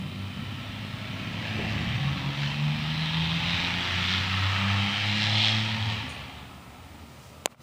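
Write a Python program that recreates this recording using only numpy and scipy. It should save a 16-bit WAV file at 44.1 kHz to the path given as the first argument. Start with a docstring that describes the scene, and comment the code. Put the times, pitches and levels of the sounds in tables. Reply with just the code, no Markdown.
"""An open lot at night: a straight-piped pickup pulls through two gears, then lifts off.
Its periodic firing gives a harmonic drone. Uneven pulses of turbulent gas excite the pipe into a burble,
a bark and a rasp, which the lot scatters; under load the pulses steepen into cracks.
A faint electronic hiss lies beneath. At the end a hand knocks a camera and covers its microphone."""
import sys
import numpy as np
from scipy import signal
from scipy.fft import rfft, irfft
from scipy.io import wavfile

SR = 44100
rng = np.random.default_rng(int(sys.argv[2]) if len(sys.argv) > 2 else 0)


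def store_wav(level_fs):
    """Save 16-bit WAV to argv[1]."""
    pcm = np.round(np.clip(np.atleast_2d(level_fs), -1, 1) * 32767)
    wavfile.write(sys.argv[1], SR, pcm.T.astype(np.int16))


N = 336042
TIME = np.arange(N) / SR

# one cylinder bank's pulse rate in each gear; it flares as the clutch bites: (time [s], rate [Hz])
LOW_GEAR_RATE = [(0, 93.2), (.25, 97.8), (.5, 100.4), (1, 103), (1.4, 106.3), (1.7, 107.5), (2.0, 112)]
HIGH_GEAR_RATE = [(1.9, 61.7), (2.08, 70.5), (2.22, 68.3), (3, 78.5), (4.25, 94.3), (4.5, 96.5),
                  (5.5, 108.3), (5.7, 109.3), (6.08, 108.6)]
# throttle shut, revs falling: (time [s], bank pulse rate [Hz], level [dB])
OVERRUN = [(5.62, 109.1, -55), (5.75, 101.4, -29), (5.9, 92.76, -38), (6.05, 76.95, -41), (6.2, 67.07, -40),
           (6.4, 69.88, -49), (7.2, 79.63, -50.5), (7.62, 78.2, -59)]
# pipe resonances that shape the low-gear drone: (frequency [Hz], level [dB])
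PIPE_RESPONSE = [(90, -34), (98, -30.5), (120, -29), (182, -27.5), (198, -34.5), (224, -31), (276, -47),
                 (290, -41), (322, -40), (338, -47), (364, -39.5), (410, -54.5), (450, -54)]
# strength of that drone: (time [s], gain [dB])
DRONE_DRIVE = [(0, -3), (.6, -10.5), (1.1, -10.5), (1.7, -4), (2.0, -3)]
# uneven firing in low gear: (multiple of half the bank pulse rate, level [dB])
HALF_ORDERS = [(3, -49), (5, -52)]
# weak orders from unequal cylinders: (multiple of the engine cycle rate, level [dB])
SIDE_ORDERS = [(4, -48), (5, -53), (8, -58)]
# the bank's fundamental in high gear: (time [s], level [dB])
BANK_NOTE = [(1.9, -49.5), (2.75, -53), (2.9, -43), (3.1, -49), (3.25, -37), (3.38, -44), (3.48, -38.5),
             (3.85, -43), (3.96, -31), (4.07, -37), (4.17, -31.5), (4.26, -34), (4.46, -26), (4.6, -32),
             (4.73, -26), (4.83, -28.5), (4.91, -41.5), (5.08, -29.5), (5.18, -34.5), (5.28, -29.5),
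             (5.37, -27), (5.44, -32.5), (5.56, -28), (5.7, -33.5), (5.88, -30), (6.04, -39), (6.08, -57)]
# throbs of the firing note, an octave higher: (time [s], half length [s], peak level [dB])
THROBS = [(1.945, 0.033, -30), (2.076, 0.069, -26), (2.287, 0.042, -28.5), (2.442, 0.067, -27.5),
          (2.664, 0.09, -25), (2.884, 0.1, -31), (3.023, 0.058, -31), (3.198, 0.1, -27.5),
          (3.35, 0.045, -30), (3.488, 0.081, -32.5), (3.634, 0.057, -38.5), (3.767, 0.067, -34.5),
          (3.995, 0.058, -36), (4.134, 0.06, -34), (4.35, 0.11, -39.5), (4.652, 0.081, -31),
          (4.85, 0.1, -32), (5.163, 0.096, -33), (5.39, 0.12, -37), (5.585, 0.07, -34.5),
          (5.747, 0.078, -36), (5.944, 0.095, -41.5)]
# upper harmonics in high gear: (time [s], third [dB], fourth [dB], fifth [dB])
GROWL = [(1.9, -52, -62, -66), (2.05, -53, -54, -64), (2.17, -53, -43, -66), (2.35, -45, -45.5, -66),
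         (2.47, -40.5, -55, -68), (2.78, -37.5, -60, -74), (3.0, -49.5, -60, -77), (3.26, -54.5, -54, -60),
         (3.6, -45.5, -58, -63), (3.86, -50.5, -49.5, -62), (4.07, -66, -54, -65), (4.25, -52, -54.5, -62),
         (4.42, -49, -59, -65), (4.55, -57, -63, -63), (4.74, -51, -63, -54), (4.92, -52, -66, -55.5),
         (5.42, -47, -66, -50), (5.66, -49.5, -69, -61), (5.78, -67, -65, -62), (6.08, -74, -70, -59)]
# loudness of the exhaust, set by throttle and distance: (time [s], level [dB])
EFFORT = [(0.0, -45.5), (1.3, -39.5), (1.47, -36), (1.55, -36.5), (1.7, -35.5), (1.9, -35.5), (2.3, -38.5),
          (2.44, -34), (2.62, -37.5), (2.93, -36.5), (3.1, -36), (3.35, -34.5), (3.57, -31.5), (3.85, -32),
          (4.12, -30.5), (4.25, -31), (4.55, -31.5), (5.07, -31), (5.23, -28.5), (5.32, -29.5), (5.43, -28),
          (5.6, -31), (5.82, -35), (5.93, -34), (6.2, -41.5), (6.62, -55), (7.43, -59.5)]
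# exhaust voices: (level at full effort [dB], slope [dB per dB of effort], idling floor [dB])
BARK_LAW = (-45.5, 0.3, -53.5)
HONK_LAW = (-39.5, 0.56, -59)
EDGE_LAW = (-41.5, 1.33, -65)
# timbre as the truck moves: (time [s], rasp tilt [dB], honk gain [dB], bark gain [dB], bark peak [Hz])
ASPECT = [(0, 0.5, -5.5, -5, 645), (1.2, -0.5, -4.5, -0.5, 635), (1.8, -2, -2, 1.5, 735),
          (2.5, 0.5, -5.5, 3, 920), (3.55, -1.5, 0.5, 2, 860), (4.1, 0.5, 2, -4, 840),
          (4.7, -1.5, 1, -1, 804), (5.45, 2, -2.5, 0.5, 825), (5.8, 1, -2.5, 3.5, 814),
          (6.45, -1, -4.5, -3, 800), (7.4, -2.5, -10, -4.5, 739)]
# burble of uneven combustion, strongest near the gear change: (time [s], level [dB])
BURBLE = [(0, -41), (1.2, -39), (1.8, -32.5), (2.6, -41.5), (3.3, -39.5), (3.6, -37), (5.3, -50),
          (5.95, -41.5), (6.25, -47), (6.5, -49.5), (7.4, -49)]
# passing resonances of the pipe and its tip:
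# (time [s], half length [s], frequency [Hz], glide [Hz/s], bandwidth [Hz], level [dB])
PIPE_MODES = [(.2, .35, 3130, 0, 130, -57), (1.2, .2, 1315, 0, 90, -53), (1.46, .04, 2500, 0, 1000, -41),
              (1.47, .05, 1720, 0, 200, -46), (1.67, .07, 2790, 0, 190, -42.5),
              (2.445, .035, 1750, 0, 160, -41), (2.445, .04, 2390, 0, 140, -42),
              (2.5, .17, 3130, 0, 160, -47), (2.63, .16, 2700, -200, 240, -45),
              (3.0, .07, 3930, 0, 240, -46), (3.2, .35, 3400, 200, 1000, -40),
              (3.55, .1, 3730, 0, 380, -38.5), (3.68, .14, 2510, 0, 130, -40.5),
              (4.05, .16, 2300, -150, 120, -39.5), (4.1, .1, 3350, 0, 900, -39),
              (3.9, .5, 1320, 0, 160, -48), (4.62, .25, 1050, 0, 600, -45),
              (4.9, .35, 3170, 130, 260, -41.5), (5.35, .35, 800, 0, 110, -45.5),
              (5.3, .18, 3980, -80, 140, -42.5), (5.46, .12, 3250, 0, 160, -41),
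              (5.45, .09, 3650, 0, 900, -38), (5.48, .11, 5340, -120, 90, -44.5),
              (5.7, .17, 2640, -200, 260, -44), (5.8, .35, 3240, 0, 150, -48.5)]
# spells in which the pulses steepen into shocks: (time [s], half length [s], level [dB])
CRACK_SPELLS = [(1.7, .07, -26), (2.44, .035, -24), (3.5, .025, -18), (3.6, .07, -22), (4.11, .035, -15),
                (5.24, .04, -15), (5.35, .4, -26), (5.465, .045, -12), (5.58, .025, -19), (5.9, .08, -25)]
# spectra of the exhaust's voices: (frequency [Hz], relative level [dB])
BURBLE_SPECTRUM = [(20, -31), (40, -10.5), (65, -4.5), (100, 4), (150, 4), (200, 1), (255, -3),
                   (320, -12.5), (420, -16.5), (600, -28.5), (1200, -68)]
BARK_SPECTRUM = [(250, -30), (420, -15.5), (530, -0.5), (680, -1), (820, -2.5), (940, 0.5), (1080, -1.5),
                 (1300, 3), (3000, -59)]
HONK_SPECTRUM = [(30, -45), (300, -22), (600, -20), (800, -4), (1000, -4), (1180, -3), (1320, 1.5),
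                 (1430, -5), (1600, -11), (2500, -40)]
LOW_RASP_SPECTRUM = [(900, -51), (1450, -11), (1700, -2), (2000, -2.5), (2400, -2), (2750, -2.5),
                     (3200, -3), (5000, -64.5)]
HIGH_RASP_SPECTRUM = [(1500, -33.5), (2400, -1.5), (2750, -0.5), (3200, 0.5), (3900, -1), (4400, -9.5),
                      (5000, -13.5), (6500, -27.5), (12000, -67)]
EDGE_SPECTRUM = [(2500, -1.5), (4200, 9.5), (5000, 6), (5800, 3), (6600, -5), (8000, -7.5), (9300, -18),
                 (10500, -44), (16000, -59)]
CRACK_SPECTRUM = [(30, -50), (300, -26), (1200, -16), (2200, -5), (3400, 0), (4300, -5), (5500, -13),
                  (6700, -29), (8500, -34), (10500, -54), (16000, -74)]
# brief rings and rushes: (time [s], peak level [dB], frequency [Hz], bandwidth [Hz], rise [s], decay [s])
NOISE_BANDS = [(1.63, -42.5, 704, 170, 0.022, 0.19), (1.602, -36.5, 300, 400, 0.058, 0.047),
               (6.0, -46, 259, 29.8, 0.075, 0.35), (6.095, -53, 9060, 1188, 0.0042, 0.043),
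               (6.095, -51, 6600, 1400, .003, 0.024), (7.26, -57.5, 5556, 6480, 0.11, 0.064)]
# blows on the camera's case: (time [s], click level [dB])
KNOCK = (7.4586, 1)
TAPS = [(7.4733, -36), (7.524, -45), (7.5455, -45), (7.5965, -58)]
# spectra of those blows and of the hiss: (frequency [Hz], relative level [dB])
KNOCK_SPECTRUM = [(40, -49), (180, -11), (600, 2.5), (1020, -2), (1220, -13), (1450, -9.5), (3400, -4.5),
                  (4900, -11), (5400, -21), (7000, -2.5), (8700, -10), (10500, -19), (11500, -10.5),
                  (16000, -34)]
TAP_SPECTRUM = [(100, -7), (1000, 14), (1600, -2), (2500, 1), (4000, -13), (6000, -31), (8000, -40),
                (16000, -38)]
HISS_SPECTRUM = [(20, -2), (300, 27), (2000, 15), (6000, 9.5), (9000, 9.5), (10500, 4.5), (11500, 4.5),
                 (14000, -1), (15800, -21)]
# a hand closes over the microphone: (time [s], gain [dB])
HAND_COVER = [(7.455, 0), (7.47, -19), (7.52, -0.5), (7.56, -19), (7.62, 0.5)]


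def crank(shift_s=1.95, flutter=.004):
    """Phase is the integral of frequency: one bank's pulse cycles through both gears and the overrun."""
    in_low_gear = TIME < shift_s
    gear_hz = np.where(in_low_gear, curves(LOW_GEAR_RATE)[0], curves(HIGH_GEAR_RATE)[0])
    hz = np.where(TIME < OVERRUN[0][0], gear_hz, curves(OVERRUN)[0])
    return np.cumsum(hz * (1 + flutter * wander(30) * in_low_gear)) / SR


def engine_tones(turns):
    """Periodic firing radiates a harmonic series; unequal cylinders add orders between its lines."""
    low_turns = np.cumsum(curves(LOW_GEAR_RATE)[0]) / SR
    high_turns = np.cumsum(curves(HIGH_GEAR_RATE)[0]) / SR
    high_turns = high_turns + turns[N // 2] - high_turns[N // 2]  # in step with the firing
    pull = drone(low_turns) + boom(high_turns) + growl(high_turns)
    cycles = high_turns / 3  # a bank fires three times per engine cycle
    sides = sum(amp(db) * (1 + .35 * wander(6)) * np.sin(2 * np.pi * (k * cycles + rng.random()))
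                for k, db in SIDE_ORDERS)
    falling = amp(curves(OVERRUN)[1]) * (fading(depth=1, hz=9.4) * np.exp(2j * np.pi * turns)).imag
    return pull + np.sqrt(2) * sides * gate(GROWL, .82) + falling * gate(OVERRUN, .08)


def drone(turns, roll_off_db=-4, odd_db=-2, echo_depth=.27, echo_hz=7):
    """Resonance: low-gear harmonics swell as they cross the pipe's modes. Unequal banks give odd ones."""
    hz, harmonics = curves(LOW_GEAR_RATE)[0], np.zeros(N)
    for k in range(1, 5):
        tone = np.exp(1j * (2 * np.pi * k * turns - np.pi / 4))
        gain = amp(level(PIPE_RESPONSE, k * hz) + roll_off_db * (k - 1) + odd_db * (k % 2))
        harmonics += gain * (tone * fading(echo_depth * k, echo_hz)).imag  # upper ones fade most
    halves = sum(amp(db) * (np.exp(1j * np.pi * k * turns) * fading(echo_depth, echo_hz)).imag
                 for k, db in HALF_ORDERS)
    return np.sqrt(2) * (amp(curves(DRONE_DRIVE)[0]) * harmonics + halves) * gate(DRONE_DRIVE, .013)


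def boom(turns, shake_rad=.06):
    """Superposition in high gear: one bank's fundamental and the throbbing octave of both banks."""
    phase = 2 * np.pi * turns
    bank_gain = amp(curves(BANK_NOTE)[0]) * gate(BANK_NOTE, .022)
    bank = bank_gain * np.sin(phase - np.pi / 4 + shake_rad * wander(14))
    throbs = sum(amp(db) * swell(s, half) for s, half, db in THROBS)
    octave = throbs * np.sin(2 * phase - np.pi / 4 + 2 * shake_rad * wander(14))
    return np.sqrt(2) * (bank + octave)


def growl(turns, shake_rad=.15):
    """Harmonics three to five, locked to the pulse rate, climb with the revs in high gear."""
    shake = shake_rad * wander(10)
    tones = sum(amp(db) * np.sin(2 * np.pi * k * turns + shake) for k, db in enumerate(curves(GROWL), 3))
    return np.sqrt(2) * tones * gate(GROWL, .02)


def exhaust(turns):
    """Source and filter: firing pulses ring the open pipe as burble, bark, honk, rasp and bright edge."""
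    tilt_db, honk_db, bark_db, bark_hz = curves(ASPECT)
    blasts = firing(turns, uneven_db=2.2, gas_share=.9, puff_strokes=1)
    jet = firing(turns, uneven_db=2.2, gas_share=.92, puff_strokes=1)
    lumps = firing(turns, uneven_db=2, gas_share=1, puff_strokes=.9)
    burble = amp(curves(BURBLE)[0]) * lot(coloured(lumps, BURBLE_SPECTRUM), wet_db=.5, t60=.4)
    blasts = lot(blasts, wet_db=7.5, t60=.93)
    jet = lot(jet, wet_db=7.5, t60=1)
    bark_band = coloured(blasts, BARK_SPECTRUM)
    bark_peak = amp(-3) * unit(resonate(bark_band, bark_hz, width_hz=280))
    bark = effort_gain(BARK_LAW) * amp(bark_db) * unit(bark_band + bark_peak)
    honk = effort_gain(HONK_LAW) * amp(honk_db) * coloured(blasts, HONK_SPECTRUM)
    low_rasp = amp(-3 - tilt_db) * coloured(jet, LOW_RASP_SPECTRUM)
    high_rasp = amp(-3.5 + tilt_db) * coloured(blasts, HIGH_RASP_SPECTRUM)
    rasp = amp(curves(EFFORT)[0]) * (low_rasp + high_rasp)
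    edge = effort_gain(EDGE_LAW) * coloured(jet, EDGE_SPECTRUM)
    return burble + bark + honk + gusts(turns) * (rasp + edge + pipe_rings(blasts))


def firing(turns, uneven_db, gas_share, puff_strokes):
    """Pulsed excitation: six cylinders fire in turn, one bank louder, each trailing turbulent gas."""
    cylinder_db = np.array([6.5, -9, -2, -3, 6.5, -15])
    stroke = np.floor(2 * turns).astype(int)
    size = amp(cylinder_db[stroke % 6] + uneven_db * np.clip(rng.standard_normal(N), -2, 1)[stroke])
    puffs = size * np.exp(-(2 * turns % 1) / puff_strokes) * rng.standard_normal(N)
    kicks = pulses(2 * turns) * np.roll(size, -1)
    return np.sqrt(1 - gas_share) * unit(kicks) + np.sqrt(gas_share) * unit(puffs)


def effort_gain(law, full_effort_db=-30):
    """Power law: a voice of the exhaust grows with effort above its idling floor."""
    full_db, slope, idle_db = law
    return np.hypot(amp(full_db + slope * (curves(EFFORT)[0] - full_effort_db)), amp(idle_db))


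def gusts(turns, depth=.95, rise_strokes=.035, decay_strokes=.17):
    """Amplitude modulation: in high gear each firing pulse briefly lifts the rasp."""
    phase = 2 * turns % 1
    gust = (1 - np.exp(-phase / rise_strokes)) ** 2 * np.exp(-phase / decay_strokes)
    return unit(1 + depth * gate(GROWL, .3) * gust)


def pipe_rings(blasts, top_hz=5500):
    """Forced resonance: the pulses drive the pipe's hollow and metallic modes; some glide a little."""
    out = np.zeros(N)
    drive = signal.sosfilt(signal.butter(4, top_hz, fs=SR, output="sos"), blasts)
    for s, half, hz, glide, width, db in PIPE_MODES:
        at = np.flatnonzero(abs(TIME - s) < 2.5 * half)
        centre, stage_width = hz + glide * (TIME[at] - s), width * np.sqrt(2)
        ring = resonate(resonate(drive[at], centre, stage_width), centre, stage_width)
        out[at] += amp(db) * swell(s, half)[at] * unit(ring)
    return out


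def cracks(turns, jitter_turns=.016, scatter_db=1.8):
    """Nonlinear steepening: the near bank's pulses arrive as shocks, loudest in short spells."""
    spells = sum(amp(db) * swell(s, half) for s, half, db in CRACK_SPELLS)
    under_load = amp(curves(EFFORT)[0] + 3) * gate(GROWL, 1)
    shock = response(CRACK_SPECTRUM)
    scatter = amp(scatter_db * np.clip(rng.standard_normal(N), -2, 1))
    arrivals = pulses(turns + jitter_turns * wander(47.5))
    return through(arrivals * (spells + under_load) * scatter, shock / abs(shock).max())


def lot(x, wet_db, t60, positions=20):
    """Scattering: ground, vehicles and trees add echoes whose paths change as the truck moves."""
    wet, hop = np.zeros(N + SR), N // (positions - 1) + 1
    for k in range(positions):
        at = np.arange(max(0, (k - 1) * hop), min(N, (k + 1) * hop))
        paths = rng.standard_normal(SR) * (rng.random(SR) < .05) * amp(-60 * TIME[:SR] / t60)
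        crossfade = np.cos(np.pi / 2 * (at / hop - k))
        echoes = signal.fftconvolve(x[at] * crossfade, paths / np.linalg.norm(paths))
        wet[at[0]:at[0] + len(echoes)] += echoes
    wet[:SR] += wet[N:]  # the engine has long been running, so echoes are there from the start
    return unit(unit(x) + amp(wet_db) * unit(wet[:N]))


def fading(depth, hz):
    """Interference: the complex gain of a tone that adds to its own shifting echoes."""
    return (1 + depth * (wander(hz) + 1j * wander(hz))) / np.sqrt(1 + 2 * depth ** 2)


def rings_and_rushes():
    """Band-limited noise, more pitched the narrower it is: brief howls, a thin clink, a faint rustle."""
    f, out = np.fft.rfftfreq(N, 1 / SR), np.zeros(N)
    for s, db, hz, width, rise, decay in NOISE_BANDS:
        band = unit(irfft(rfft(rng.standard_normal(N)) / (1 + (2 * (f - hz) / width) ** 2), N))
        out += amp(db) * band * np.exp(-np.maximum((s - TIME) / rise, (TIME - s) / decay))
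    return out


def handling(rows, spectrum, rattle_db, rattle_s):
    """Impact excitation: each blow on the camera's case gives a dry click and a short rattle."""
    blows = np.zeros(N)
    for s, db in rows:
        blows[round(s * SR)] += amp(db)
    # all-pass dispersion: the case spreads each click over a fraction of a millisecond
    click = signal.lfilter([.5, -.8, 1], [1, -.8, .5], response(spectrum))
    rattle = rng.standard_normal(SR // 8) * np.exp(-TIME[:SR // 8] / rattle_s)
    clicks = through(blows, click / abs(click).max())
    return clicks + amp(rattle_db) * through(clicks, rattle / np.linalg.norm(rattle))


def electronics(hiss_db=-55, whine_db=-69, whine_hz=14994):
    """Electronic self-noise: a steady hiss and a thin high whine."""
    whine = amp(whine_db) * np.sqrt(2) * np.sin(2 * np.pi * whine_hz * TIME)
    return amp(hiss_db) * through(rng.standard_normal(N), response(HISS_SPECTRUM)) + whine


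def amp(db):
    """Decibels to amplitude ratio."""
    return 10 ** (np.asarray(db) / 20)


def unit(x):
    """Normalisation to rms 1."""
    return x / np.sqrt(np.mean(x ** 2) + 1e-20)


def curves(rows):
    """Linear interpolation in time of each column of a table."""
    s, *columns = np.transpose(rows)
    return [np.interp(TIME, s, c) for c in columns]


def level(spectrum, hz):
    """Interpolation of a spectrum in log frequency, in dB."""
    f, db = np.transpose(spectrum)
    return np.interp(np.log(hz), np.log(f), db)


def gate(rows, fade_s):
    """Trapezoidal window over a table's span; already open if the table starts with the scene."""
    start = rows[0][0] if rows[0][0] > .1 else -1
    return np.clip((TIME - start) / fade_s, 0, 1) * np.clip((rows[-1][0] - TIME) / fade_s, 0, 1)


def swell(s, half):
    """Gaussian envelope of height 1 at time s."""
    return np.exp(-np.minimum(((TIME - s) / half) ** 2, 50))


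def wander(hz):
    """Low-pass noise of rms 1: a random drift up to about the given rate."""
    f = np.fft.rfftfreq(N, 1 / SR)
    return unit(irfft(rfft(rng.standard_normal(N)) / (1 + (f / hz) ** 4), N))


def pulses(turns):
    """Impulse train: one pulse per whole turn, shared between the two nearest samples."""
    at = np.flatnonzero(np.diff(np.floor(turns)) > 0)
    late = (np.floor(turns[at + 1]) - turns[at]) / (turns[at + 1] - turns[at])
    out = np.zeros(N)
    out[at], out[at + 1] = 1 - late, late
    return out


def response(spectrum, size=4096):
    """Minimum-phase impulse response of energy 1 with the given spectrum."""
    f = abs(np.fft.fftfreq(size, 1 / SR))
    log_gain = np.log(amp(level(spectrum, f + 1)))
    h = np.fft.ifft(np.exp(np.conj(signal.hilbert(log_gain)))).real[:size // 2]
    return h / np.linalg.norm(h)


def through(x, h):
    """Convolution with an impulse response."""
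    return signal.oaconvolve(x, h)[:N]


def coloured(x, spectrum):
    """Linear filtering by a spectrum, normalised to rms 1."""
    return unit(through(x, response(spectrum)))


def resonate(x, hz, width_hz):
    """Damped resonator of gain 1 whose centre follows the curve hz."""
    carrier = np.exp(2j * np.pi * np.cumsum(hz) / SR)
    pole = np.exp(-np.pi * width_hz / SR)
    return 2 * (carrier * signal.lfilter([1 - pole], [1, -pole], x / carrier)).real


def scene():
    """Superposition of truck and hiss, attenuated at the end by the hand that knocks the camera."""
    turns = crank()
    mix = engine_tones(turns) + exhaust(turns) + cracks(turns) + rings_and_rushes() + electronics()
    knock = handling([KNOCK], KNOCK_SPECTRUM, rattle_db=-19, rattle_s=.002)
    taps = handling(TAPS, TAP_SPECTRUM, rattle_db=6, rattle_s=.0043)
    return (mix * amp(curves(HAND_COVER)[0]) + knock + taps)[None]


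def record(dry, ceiling=.7, cutoff_hz=16000):
    """Hard clipping flattens the peaks; a low-pass filter limits the band."""
    low_pass = signal.firwin(255, cutoff_hz, window=("kaiser", 9), fs=SR)
    return signal.oaconvolve(np.clip(dry, -ceiling, ceiling), low_pass[None], "same")


dry = scene()
out = record(dry)
store_wav(out)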